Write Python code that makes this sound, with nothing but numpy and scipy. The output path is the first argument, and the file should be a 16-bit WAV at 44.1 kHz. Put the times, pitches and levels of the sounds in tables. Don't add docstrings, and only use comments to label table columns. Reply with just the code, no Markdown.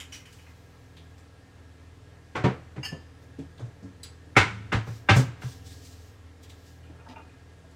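import sys
import numpy as np
from scipy import signal
from scipy.io import wavfile
from scipy.ndimage import uniform_filter1d, map_coordinates

SR = 44100
rng = np.random.default_rng(int(sys.argv[2]) if len(sys.argv) > 2 else 0)


def waveform_to_disk(signal):
    frames = np.transpose(np.atleast_2d(signal))
    scaled = np.clip(frames, -1, 1) * 32767
    samples = np.round(scaled).astype(np.int16)
    wavfile.write(sys.argv[1], SR, samples)


def elevation(decibels):
    levels = np.asarray(decibels, float)
    return 10 ** (levels / 20)


N = 341775


def evened(x):
    return x / np.sqrt(np.mean(x ** 2) + 1e-20)


def peaked(x):
    return x / np.max(abs(x))


def read(points, hz):
    f, value = np.transpose(points)
    return np.interp(np.log(hz + 1), np.log(f + 1), value)


def add(mix, s, sound):
    part = mix[max(round(s * SR), 0):][:len(sound)]
    part += sound[:len(part)]


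def placed(rows, source, *settings):
    out = np.zeros(N)
    for s, *row in rows:
        add(out, s, source(*row, *settings))
    return out


def band(x, lo_hz, hi_hz):
    return signal.sosfilt(signal.butter(2, [lo_hz, min(hi_hz, SR / 2.1)], "band", fs=SR, output="sos"), x)


def ring(modes, size):
    t = np.arange(size) / SR
    return sum(elevation(db - 60 * t / np.clip(t60, .0005, .6)) * np.sin(2 * np.pi * hz * t)
               for hz, db, t60 in modes)


def as_modes(peaks):
    return [(hz, db, 2.2 / width) for hz, width, db in peaks]


def drift(rate_hz):
    steps = rng.standard_normal(400)
    at = np.arange(0, N + 256, 256)
    path = map_coordinates(steps, [at / SR * rate_hz], order=3)
    return evened(np.interp(np.arange(N), at, path))


def coloured(spectrum, patchy_db):
    frames, hz = N // 256 + 5, np.fft.rfftfreq(1024, 1 / SR)
    a, b, patches = rng.standard_normal((frames, 513, 3)).T
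    patches = uniform_filter1d(patches, size=12, axis=0)
    patches = evened(uniform_filter1d(patches, size=14, axis=1))
    z = (a + 1j * b) * elevation(read(spectrum, hz)[:, None] + patchy_db * patches)
    return evened(signal.istft(z, nperseg=1024, noverlap=768)[1][:N])


def strokes(rows):
    t, stroke_db = np.arange(N) / SR, 22
    power = np.zeros(N)
    for s, db, rise, hold, fall in rows:
        away = np.maximum((s - t) / max(rise, .002), (t - s - hold) / max(fall, .002))
        power += elevation(db - stroke_db * np.clip(away, 0, 9)) ** 2
    return np.sqrt(power)


# [f/Hz, t60/s]
WALLS_T60 = [(100, 0.32), (300, 0.21), (1000, 0.28), (3000, 0.26), (8000, 0.25), (15000, 0.13)]


def kitchen(rise_s, late_db):
    hz, t, z = signal.stft(rng.standard_normal(20480), SR, nperseg=128)
    t60 = read(WALLS_T60, hz)[:, None]
    decay = elevation(-60 * t / t60) + elevation(late_db - 60 * t / (4.2 * t60))
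    tail = signal.istft(z * decay, SR, nperseg=128)[1]
    tail = tail * (1 - np.exp(-(np.arange(len(tail)) / SR / max(rise_s, .0005)) ** 2))
    return tail / np.linalg.norm(tail)


def clinks(hits, modes, tick_db, dry_db, rise_s):
    tick = peaked(band(signal.unit_impulse(16000), 1100, 6400))
    rung = peaked(ring(modes, size=16000)) + elevation(tick_db) * tick
    straight = elevation(dry_db) * rung * np.minimum(np.arange(16000) / SR / rise_s, 1)

    def touch(db):
        wet = peaked(signal.fftconvolve(rung, kitchen(rise_s, late_db=-30)))
        add(wet, 0, straight)
        return elevation(db) * wet
    return placed(hits, touch)


def leaves(hits, modes):
    t, rung = np.arange(16000) / SR, ring(modes, size=16000)

    def swelling(db, rise_s):
        return elevation(db) * peaked(rung * (1 - np.exp(-(t / max(rise_s, .001)) ** 2)))
    return placed(hits, swelling)


# [t/s, level/dB]
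MAINS_LEAD = [(0, 0), (5.3, 1), (5.7, 3), (6.4, 4.5), (6.7, 1), (7.75, 1.5)]


def mains_lead_db():
    return np.interp(np.arange(N) / SR, *np.transpose(MAINS_LEAD))


# [f/Hz, level/dB rms]
HUM = [(40.7, -64), (81.3, -52.5), (100, -59), (121.7, -59.5), (162.6, -63.5), (202, -75), (263.5, -65),
       (282, -72), (300, -70.5), (365, -74), (421, -73), (447, -71), (488, -73), (568, -79), (690, -77),
       (772, -79), (1340, -80), (1630, -79), (1645, -76), (1662, -80), (1707, -82), (1809, -81),
       (1852, -79)]
# [t/s, level/dB]
HUM_SWELL = [(0, 0), (.6, -0.5), (1.4, -1.5), (2.3, 0), (3.2, 1), (4.199, 2), (5.6, 4.5), (6.2, -2),
             (6.7, 1), (7.75, -0.5)]
# [f/Hz, level/dB per Hz]
AIR = [(100, -13.5), (170, -10.5), (220, -20.5), (268, 2), (344, -13), (466, -5), (553, -11), (906, -13),
       (1510, -17), (1660, -16.5), (2580, -19.5), (7620, -28), (16000, -45)]


def fridge():
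    t, lead_db = np.arange(N) / SR, mains_lead_db()
    s, swell_db = np.transpose(HUM_SWELL)
    lines = np.zeros(N)
    for hz, db in HUM:
        share = (hz == 100) - (110 < hz < 170)
        level = elevation(db + 2.3 * drift(8) + lead_db * share) * np.sqrt(2)
        lines += level * np.sin(2 * np.pi * hz * t + .3 * drift(5))
    swell = elevation(np.interp(t, s, swell_db - np.mean(swell_db)))
    rumble = elevation(-63) * evened(band(rng.standard_normal(N), 61, 110))
    return lines * swell + rumble + elevation(-59) * coloured(AIR, patchy_db=.9)


# [f/Hz, width/Hz, level/dB rms]
WHINE = [(1308, 30, -79), (1640, 36, -75), (1810, 44, -76), (2050, 40, -80)]


def fan():
    air = rng.standard_normal(N)
    whines = sum(elevation(db) * evened(band(air, hz - width / 2, hz + width / 2)) for hz, width, db in WHINE)
    return elevation(-mains_lead_db()) * whines


# [f/Hz, level/dB per Hz]
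CLOTH = [(900, -30), (1800, -11), (3200, -3), (5500, 0), (8000, -2), (10500, -6), (13000, -8), (16000, -10)]
# [t/s of the top, level/dB, rise/s, hold/s, fall/s]
RUSTLE = [(.142, -47, 0.039, 0.0045, 0.093), (.26, -64, .03, 0.091, 0.92), (3.23, -65, .05, .005, .06),
          (4.878, -57, .05, 0.088, 0.14), (5.172, -38.5, 0.061, 0.03, 0.06),
          (5.42, -53, 0.022, 0.11, 0.098), (5.674, -51, 0.05, .005, 0.38), (5.852, -53, .07, .005, 0.25),
          (6.432, -57, .012, .003, 0.05), (6.5, -58, 0.027, 0.0028, .07), (6.664, -59.5, .2, 0.022, 0.17),
          (5.55, -63.5, .1, 0.55, 0.11)]


def rustle():
    hiss = coloured(CLOTH, patchy_db=1.1) * elevation(1.2 * drift(45))
    low, top = evened(band(hiss, 1200, 10500)), evened(band(hiss, 9000, 16000))
    speed = strokes(RUSTLE)
    return speed * low + elevation(-28.5) * speed ** 0.66 * top


# [t/s, peak/dB]
TAP = [(2580, 410, -13), (3600, 560, 16), (4030, 300, -3), (5500, 2200, -3.5), (7100, 1400, -12),
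       (11000, 3000, -26)]
TAP_HITS = [
    (0.965, -44.5),
    (3.575, -50.5),
    (6.4312, -51),
    (6.4934, -44.5),
    (7.5794, -64),
]
# [t/s, peak/dB]
TICK = [(4650, 900, -4), (6000, 1200, -1), (7440, 1100, 3), (10000, 2500, -5.5)]
TICK_HITS = [(0.324, -47.5), (1.178, -53), (6.4336, -52.5), (6.4954, -50.5), (7.7074, -57.5), (3.386, -54)]
# [t/s, peak/dB]
LID = [(1300, 150, -8), (1650, 90, -3), (2090, 90, 1), (2470, 150, -1)]
LID_HITS = [
    (.196, -49),
    (.27, -54),
    (.462, -47),
]


def taps():
    return (clinks(TAP_HITS, as_modes(TAP), tick_db=-11, dry_db=0, rise_s=0.003)
            + clinks(TICK_HITS, as_modes(TICK), tick_db=-13, dry_db=-3, rise_s=0.0018)
            + clinks(LID_HITS, as_modes(LID), tick_db=-18, dry_db=-2.5, rise_s=0.0037))


# [t/s, peak/dB]
PLATE = [(1600, 320, -7), (2220, 140, 12.5), (2600, 240, 14), (3030, 210, 19), (3200, 200, 18.5),
         (3600, 150, 11), (7030, 450, 20), (8000, 250, 7), (10660, 1000, 20)]
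PLATE_HITS = [
    (0.001, -35.5),
]
PLATE_BOUNCES = [
    (.009, -41.5),
    (.021, -46.5),
    (.03, -48),
]


def plate():
    return (clinks(PLATE_HITS, as_modes(PLATE), tick_db=2, dry_db=17.5, rise_s=0.0013)
            + clinks(PLATE_BOUNCES, as_modes(PLATE), tick_db=-12, dry_db=23, rise_s=0.0012))


# [t/s, peak/dB]
CUP = [(2270, 290, -13), (2540, 150, 11), (2985, 140, 15.5), (3160, 120, -3), (4450, 300, -8),
       (5720, 130, -12), (1660, 48, -29), (6600, 220, -9), (7660, 400, -13), (9150, 300, 2),
       (9600, 370, -21)]
CUP_HITS = [
    (0.1215, -36.5),
    (0.2535, -43.5),
    (0.3855, -46.5),
    (6.8314, -55),
]
CUP_BOUNCES = [
    (.143, -43),
]
# [t/s, peak/dB]
SAUCER = [(5670, 90, -5), (5770, 89, -1), (6070, 130, -5), (6350, 200, -15)]
SAUCER_HITS = [
    (0.1212, -37),
]


def cup():
    return (clinks(CUP_HITS, as_modes(CUP), tick_db=-2, dry_db=6, rise_s=0.0026)
            + clinks(CUP_BOUNCES, as_modes(CUP), tick_db=-4, dry_db=11, rise_s=0.002)
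            + clinks(SAUCER_HITS, as_modes(SAUCER), tick_db=-7, dry_db=-6, rise_s=0.0023))


# [t/s, peak/dB]
GLASS = [(1716, -9, 0.11), (1960, -9, .12), (2300, -7, 0.1), (2795, 1.5, 0.21), (2840, -2.5, 0.16),
         (4920, -4.5, 0.32), (4880, -10, 0.15), (5180, -9, .15), (6440, -10, 0.094), (6580, -11, 0.13),
         (7700, -18, .12), (9180, -26, 0.2), (9750, -29, .2), (13310, -26, .12)]
GLASS_HITS = [
    (2.829, -30.5),
]
JAR = [(1790, -18, 0.3), (2850, -11, 0.34), (3206, -17, 0.35), (3106, -2, 0.3), (4540, -0.5, 0.14),
       (5195, -1, 0.16), (6300, -7, 0.12), (8296, -21, .2), (8520, -21, 0.14), (9300, -20, 0.2),
       (11280, -21, .2), (11670, -19, .2), (11950, -23, .15), (14810, -23, .25)]
JAR_HITS = [
    (2.846, -37),
]
# [t/s, peak/dB]
CLANG = [(2900, 290, 1), (4900, 400, -0.5), (6540, 300, -4.5), (8400, 400, -15), (9300, 400, -18),
         (11600, 500, -13)]
CLANG_HITS = [
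    (2.838, -35),
    (2.847, -33.5),
]
# [t/s, peak/dB, rise/s]
CHIME = [(1760, 2, 0.38), (1735, -2, 0.36), (3101, -3, .15), (2789, -7, .15), (4545, -3, .11),
         (4600, -8, .1), (4990, -6, .12), (6616, -8, .12), (11400, -20, .1), (11800, -22, .1)]
CHIME_HITS = [
    (2.857, -35, 0.0056),
    (2.89, -48, .005),
]


def glasses():
    return (clinks(GLASS_HITS, GLASS, tick_db=-18, dry_db=8, rise_s=0.006)
            + clinks(JAR_HITS, JAR, tick_db=-15, dry_db=11.5, rise_s=0.0067)
            + clinks(CLANG_HITS, as_modes(CLANG), tick_db=-25, dry_db=-6, rise_s=0.006)
            + leaves(CHIME_HITS, CHIME))


# [t/s, peak/dB]
SPOON = [(4060, -8, .08), (4070, -5.5, 0.0504), (4370, -1, .03), (4810, 8.5, 0.017), (4660, -2.5, .03),
         (6010, -7.5, 0.027), (6800, -10.5, 0.045), (7460, -10.5, 0.08), (7800, 1.5, 0.056),
         (9050, 2.5, 0.02), (9700, -5, 0.046), (10000, -10.5, .05), (13200, -17.5, .05), (14700, -9.5, .04)]
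SPOON_HITS = [
    (4.0312, -36),
]
# [t/s, peak/dB]
FORK = [(1417, 0, .05), (2490, 4, 0.055), (2756, 2, 0.037), (3590, -13, 0.046)]
FORK_HITS = [
    (6.848, -55),
    (6.998, -54.5),
    (7.158, -45.5),
    (7.186, -56),
    (7.212, -57),
    (7.292, -59),
]
# [t/s, peak/dB, rise/s]
PRONG = [(1395, 0, 0.055)]
PRONG_HITS = [
    (6.99, -58, .005),
    (7.187, -50, 0.0044),
]


def cutlery():
    return (clinks(SPOON_HITS, SPOON, tick_db=2.5, dry_db=13.5, rise_s=0.003)
            + clinks(FORK_HITS, FORK, tick_db=-18, dry_db=5, rise_s=0.0015)
            + leaves(PRONG_HITS, PRONG))


# [t/s, peak/dB, rise/s]
RACK = [(2630, -2, .08), (3060, 0, .09), (3483, -1, 0.077), (4150, -5.5, .07)]
RACK_HITS = [
    (4.374, -21.5, .005),
    (4.402, -25.5, .006),
    (5.098, -20.5, 0.0041),
]
BOWLS = [(3784, 0.5, .1), (3990, -4, .1), (4301, -3, .1), (4620, -4.5, .08), (4910, -3, .1),
         (5320, -8.5, .07), (5620, -7.5, .1)]
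BOWL_HITS = [(4.372, -31, .005), (4.386, -30, .004), (4.728, -34, .006), (4.745, -36, .005),
             (4.874, -54, .004), (5.096, -33, .004), (5.114, -36, .004)]
BOTTLE = [(2640, 0, .05)]
BOTTLE_HITS = [
    (5.129, -26, 0.0072),
]
TIN = [(787, -3.5, .08), (985, -1, .06), (1250, -1, .05), (1495, -3, 0.065), (2100, -4, 0.064),
       (2390, -6, 0.055)]
TIN_HITS = [
    (2.770, -44, 0.013),
    (2.83, -37, .004),
    (2.85, -40, .006),
    (7.165, -46, .004),
    (7.19, -48, .004),
]


def stored_ware():
    return (leaves(RACK_HITS, RACK) + leaves(BOWL_HITS, BOWLS)
            + leaves(BOTTLE_HITS, BOTTLE) + leaves(TIN_HITS, TIN))


# [f/Hz, width/Hz, level/dB]
BOARD = [(750, 43, -10), (908, 39, -4), (1210, 280, 3), (1460, 180, -6), (1940, 51, 1), (2450, 80, -8),
         (2910, 96, -2), (3880, 150, -4), (4900, 160, -2), (5600, 200, -11)]
# [t/s of the top, level/dB, rise/s, hold/s, fall/s]
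DRAG = [
    (7.0, -60.5, 0.18, 0.028, .05),
    (7.07, -51, 0.038, 0.064, .03),
    (7.162, -50.5, 0.0098, 0.027, 0.027),
    (7.2, -54.5, .02, .01, 0.15),
]


def board():
    clicks = (rng.random(N) < 1600 / SR) * elevation(1.2 * rng.exponential(1, N)) * rng.choice([-1, 1], N)
    slips = clicks + 0.061 * rng.standard_normal(N)
    low = signal.oaconvolve(slips, ring(as_modes(BOARD[:3]), size=6000))[:N]
    upper = evened(signal.oaconvolve(slips, ring(as_modes(BOARD[3:]), size=6000))[:N])
    upper = upper + elevation(1.5) * evened(band(slips, 1100, 3300))
    t, skid_s, lift_s, skid_rise_s = np.arange(N) / SR, 7.084, 7.14, 0.0049
    gripped_db, upper_db, fade_db_per_s = -31, -5.5, 90
    free = np.clip(np.minimum(t - skid_s, lift_s - t) / skid_rise_s, elevation(gripped_db), 1)
    free = free * elevation(upper_db - fade_db_per_s * np.clip(t - skid_s, 0, .1))
    return strokes(DRAG) * (evened(low) + free * upper)


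# [t/s of the top, level/dB, rise/s, hold/s, fall/s]
SING = [
    (7.074, -51, .018, 0.059, .02),
]


def singing():
    sing_hz = 906
    flutter = evened(band(rng.standard_normal(N), 13, 90))
    tone = np.sin(2 * np.pi * sing_hz * np.arange(N) / SR + .4 * flutter)
    return strokes(SING) * np.sqrt(2) * elevation(2.2 * flutter) * tone


# [t/s, peak/dB, rise/s]
EDGE = [(633, -7, 0.14), (730, -7, .12), (892, 3, 0.09), (910, 0, 0.12)]
EDGE_HITS = [
    (7.162, -38, 0.0054),
    (7.192, -44, 0.0037),
]


def rim():
    return leaves(EDGE_HITS, EDGE)


def boom(db, hz, length_s, rise_s, upper_db):
    t = np.arange(20000) / SR
    modes = ring([(hz, 0, .6), (1.2 * hz, -12, .5), (1.6 * hz, upper_db, .2)], size=20000)
    swell = (1 - np.exp(-(t / max(rise_s, .002)) ** 2)) * elevation(-60 * (t / length_s) ** 1.77)
    return elevation(db) * peaked(modes * swell)


def push(db, length_s):
    u = np.arange(4000) / SR / max(length_s, .003) * np.pi
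    return elevation(db) * peaked(band(u * (2 - u) * np.exp(-u), 34, 3000))


# [t/s, peak/dB, f/Hz, ring/s, rise/s]
CARCASS = [(2.367, -33.5, 113, 0.43, 0.019), (2.440, -17, 129.2, 0.23, 0.0034),
           (2.772, -28.5, 132.7, 0.092, 0.013), (3.604, -29, 117.7, 0.18, 0.025),
           (3.830, -42, 103, 0.16, .015), (4.363, -14.5, 117.6, 0.054, 0.016),
           (4.388, -16.5, 95.7, 0.086, 0.013), (4.450, -32.5, 112, 0.44, 0.0084),
           (4.511, -35, 106.6, .98, 0.075), (4.737, -21, 110.3, 0.35, 0.0094),
           (4.879, -29.5, 112.7, 0.42, 0.012), (5.098, -12, 107, .15, 0.016),
           (5.160, -9.5, 128, 0.22, 0.0058), (5.255, -28.5, 120, 0.23, .02),
           (5.432, -26.5, 124.6, 0.15, 0.02)]
# [t/s, peak/dB, f/Hz, ring/s, rise/s]
SHELVES = [(2.444, -20, 189.3, 0.17, 0.0061), (2.919, -28, 160, 0.069, 0.01),
           (3.385, -31, 274, 0.18, 0.0026), (3.390, -35, 154, 0.15, 0.0047), (3.825, -40, 188, 0.3, 0.0025),
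           (3.836, -37, 275.5, 0.21, 0.0055), (4.496, -38.5, 191, 0.73, 0.023),
           (4.74, -30.5, 186, 0.13, 0.019), (4.868, -35.5, 151, 0.055, .008),
           (2.775, -37, 310, 0.085, 0.01), (4.367, -24.5, 392, 0.089, 0.0066),
           (5.092, -20, 194, 0.11, 0.003), (5.165, -32.5, 549, 0.25, 0.012), (5.171, -25, 258, 0.19, 0.022),
           (6.894, -43.5, 289, 0.049, 0.0049), (7.081, -43.5, 252.7, 0.24, 0.014),
           (7.641, -48.5, 650, 0.044, 0.0023)]
# [t/s, peak/dB, length/s]
PUSHES = [
    (4.365, -25, 0.014),
    (4.384, -41, 0.011),
    (4.745, -18.5, 0.0066),
    (5.11, -36, 0.0059),
    (5.436, -33, 0.0053),
]


def carcass():
    return placed(CARCASS, boom, -13.5) + placed(SHELVES, boom, -10) + placed(PUSHES, push)


# [t/s, peak/dB, rise/s]
FRONT = [(258, -4.5, 0.18), (368, -3, 0.17), (434, -7, 0.2), (558, -14, 0.2), (705, -13, 0.16),
         (750, -15.5, 0.25), (946, -8.5, 0.16), (1244, -16, .1), (1517, -16, 0.17), (1800, -11, 0.097),
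         (2215, -18, 0.15)]
FRONT_HITS = [
    (2.441, -17, 0.016),
]
TRAY = [(306, -0.5, 0.27), (394, 0.5, 0.25), (744, -2, 0.35), (1093, 2, .2), (1314, -4, 0.17),
        (1545, -12, .3), (1780, -10, .25), (2050, -11, .16), (2422, -19, .16)]
TRAY_HITS = [
    (2.352, -26, 0.015),
]


def drawer():
    return leaves(FRONT_HITS, FRONT) + leaves(TRAY_HITS, TRAY)


# [t/s, peak/dB, rise/s]
DOOR = [(780, -3, 0.2), (815, -8, .15), (1265, -3, 0.12), (1630, -7, 0.064), (1660, -12, .12),
        (1884, -2.5, 0.098), (2110, -8, 0.12), (2385, 5, 0.043), (2600, -7, 0.11), (2973, -10, .12),
        (3126, -10, .12), (3607, -16, .1), (580, -8.5, 0.22)]
DOOR_HITS = [
    (5.088, -10, 0.0056),
    (4.722, -26, .006),
]
TALL = [(311.3, -7, .17), (753, -10, 0.16), (931, -15, 0.27), (1003, -8, 0.22), (1216, -14, 0.22),
        (1408, -0.5, 0.066), (1486, 3.5, 0.062), (1675, -11.5, .2), (2067, 1.5, 0.072), (2200, -5, 0.049),
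        (2555, -8, 0.072), (3480, -17.5, 0.065)]
TALL_HITS = [
    (4.364, -7.5, 0.0033),
    (4.719, -21, 0.0062),
]
REBOUND = [(479, -4, 0.099), (1052, 0, .15), (1599, 0, .18), (1700, -1.5, .16), (1789, -2, .16),
           (2280, -1, .18), (2370, -4, .15), (2600, -5, .15)]
REBOUND_HITS = [
    (4.378, -19, .01),
]


def door_leaves():
    return leaves(DOOR_HITS, DOOR) + leaves(TALL_HITS, TALL) + leaves(REBOUND_HITS, REBOUND)


# [t/s, peak/dB]
LATCH = [(644, 180, -8), (795, 62, -3.5), (1020, 86, -2.5), (1225, 200, 10.5), (1320, 64, -6),
         (1578, 98, 7.5), (1906, 90, -12), (2090, 87, -0.5), (2240, 51, -5), (2784, 60, -3),
         (3070, 98, -11), (3520, 100, -6.5)]
LATCH_HITS = [
    (4.7185, -24.5),
    (5.076, -47.5),
    (5.087, -11),
    (5.418, -38.5),
]
# [t/s, peak/dB]
SNAP = [(447, 42, -14.5), (816, 93, -5), (1020, 200, 3), (1387, 56, 2), (1486, 90, 5.5), (1608, 45, -15),
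        (1885, 58, -2), (2140, 120, 4.5), (2200, 142, 6.5), (2542, 100, -23), (3520, 109, -16)]
SNAP_HITS = [
    (4.354, -34.5),
    (4.3645, -7),
]


def catches():
    latch = clinks(LATCH_HITS, as_modes(LATCH), tick_db=-36, dry_db=19.5, rise_s=0.0053)
    snap = clinks(SNAP_HITS, as_modes(SNAP), tick_db=-37.5, dry_db=12.5, rise_s=0.0025)
    return band(latch, 70, 5500) + snap


# [t/s, peak/dB]
SEAL = [(5640, 500, -6), (6340, 500, 0), (7340, 640, 3), (11000, 3000, -20), (14000, 3000, -22)]
SEAL_HITS = [
    (5.150, -37),
    (5.157, -47),
    (5.167, -32),
]
# [t/s, peak/dB]
HINGE = [(9500, 900, -7), (11200, 900, -1), (12800, 900, 0), (14600, 900, -0.5)]
HINGE_HITS = [(2.357, -62), (2.441, -58), (4.365, -44), (4.722, -51), (5.094, -50), (5.157, -37),
              (5.167, -46)]


def seal_and_hinges():
    seal = clinks(SEAL_HITS, as_modes(SEAL), tick_db=-25, dry_db=28, rise_s=0.0026)
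    hinge = clinks(HINGE_HITS, as_modes(HINGE), tick_db=-40, dry_db=6, rise_s=0.003)
    return band(seal, 4000, 9400) + hinge


def knock(db, dull_db, bright_db, hz):
    blow = signal.unit_impulse(4096)
    panel = band(band(blow, hz / 3.37, hz * 1.72), 60, 8900)
    dull = band(blow, 90, 547)
    tick = band(band(band(blow, 2740, 9000), 70, 8100), 65, 9000)
    echoes = kitchen(rise_s=0.007, late_db=-28.5)
    echoes = echoes * (1 + 0.246 * np.exp(-np.arange(len(echoes)) / SR / 0.0028))
    parts = [(db - 2.5, panel), (dull_db + 0.5, dull), (bright_db, tick)]
    return sum(elevation(part_db) * peaked(signal.fftconvolve(part, echoes)) for part_db, part in parts)


# [t/s, peak/dB, dull/dB, bright/dB, panel f/Hz]
KNOCKS = [(2.349, -19, -24.5, -53, 980), (2.435, -17, -16, -51, 1020), (2.757, -39.5, -33.5, -66, 1190),
          (2.916, -50, -34, -56, 1730), (3.385, -46, -39.5, -67, 1800), (3.59, -48, -37, -52, 807),
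          (3.648, -60, -45.5, -56.5, 969), (3.822, -67, -45.5, -56, 770), (4.362, -5, -12, -29.5, 1600),
          (4.719, -15.5, -19.5, -42.5, 1320), (4.866, -36.5, -35.5, -59, 910),
          (5.087, -8.5, -15, -45, 1600), (5.156, -21, -21, -29, 725), (5.415, -35.5, -50, -61, 1210),
          (6.889, -61, -44.5, -81, 1010), (7.643, -74, -54.5, -77, 730)]


def knocks():
    return placed(KNOCKS, knock)


def scene():
    near = rustle() + board()
    near_wet = elevation(-14) * signal.fftconvolve(near, kitchen(0.0037, late_db=-35))[:N]
    background = fridge() + fan()
    ware = taps() + plate() + cup() + glasses() + cutlery() + stored_ware()
    doors = carcass() + drawer() + door_leaves() + catches() + seal_and_hinges() + knocks()
    return (background + near + near_wet + singing() + rim() + ware + doors)[None]


def low_pass(x):
    return signal.sosfilt(signal.butter(12, 15780, fs=SR, output="sos"), x)


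def record(dry):
    mix = signal.sosfilt(signal.butter(4, 46, "high", fs=SR, output="sos"), dry)
    return low_pass(mix)


dry = scene()
out = record(dry)
waveform_to_disk(out)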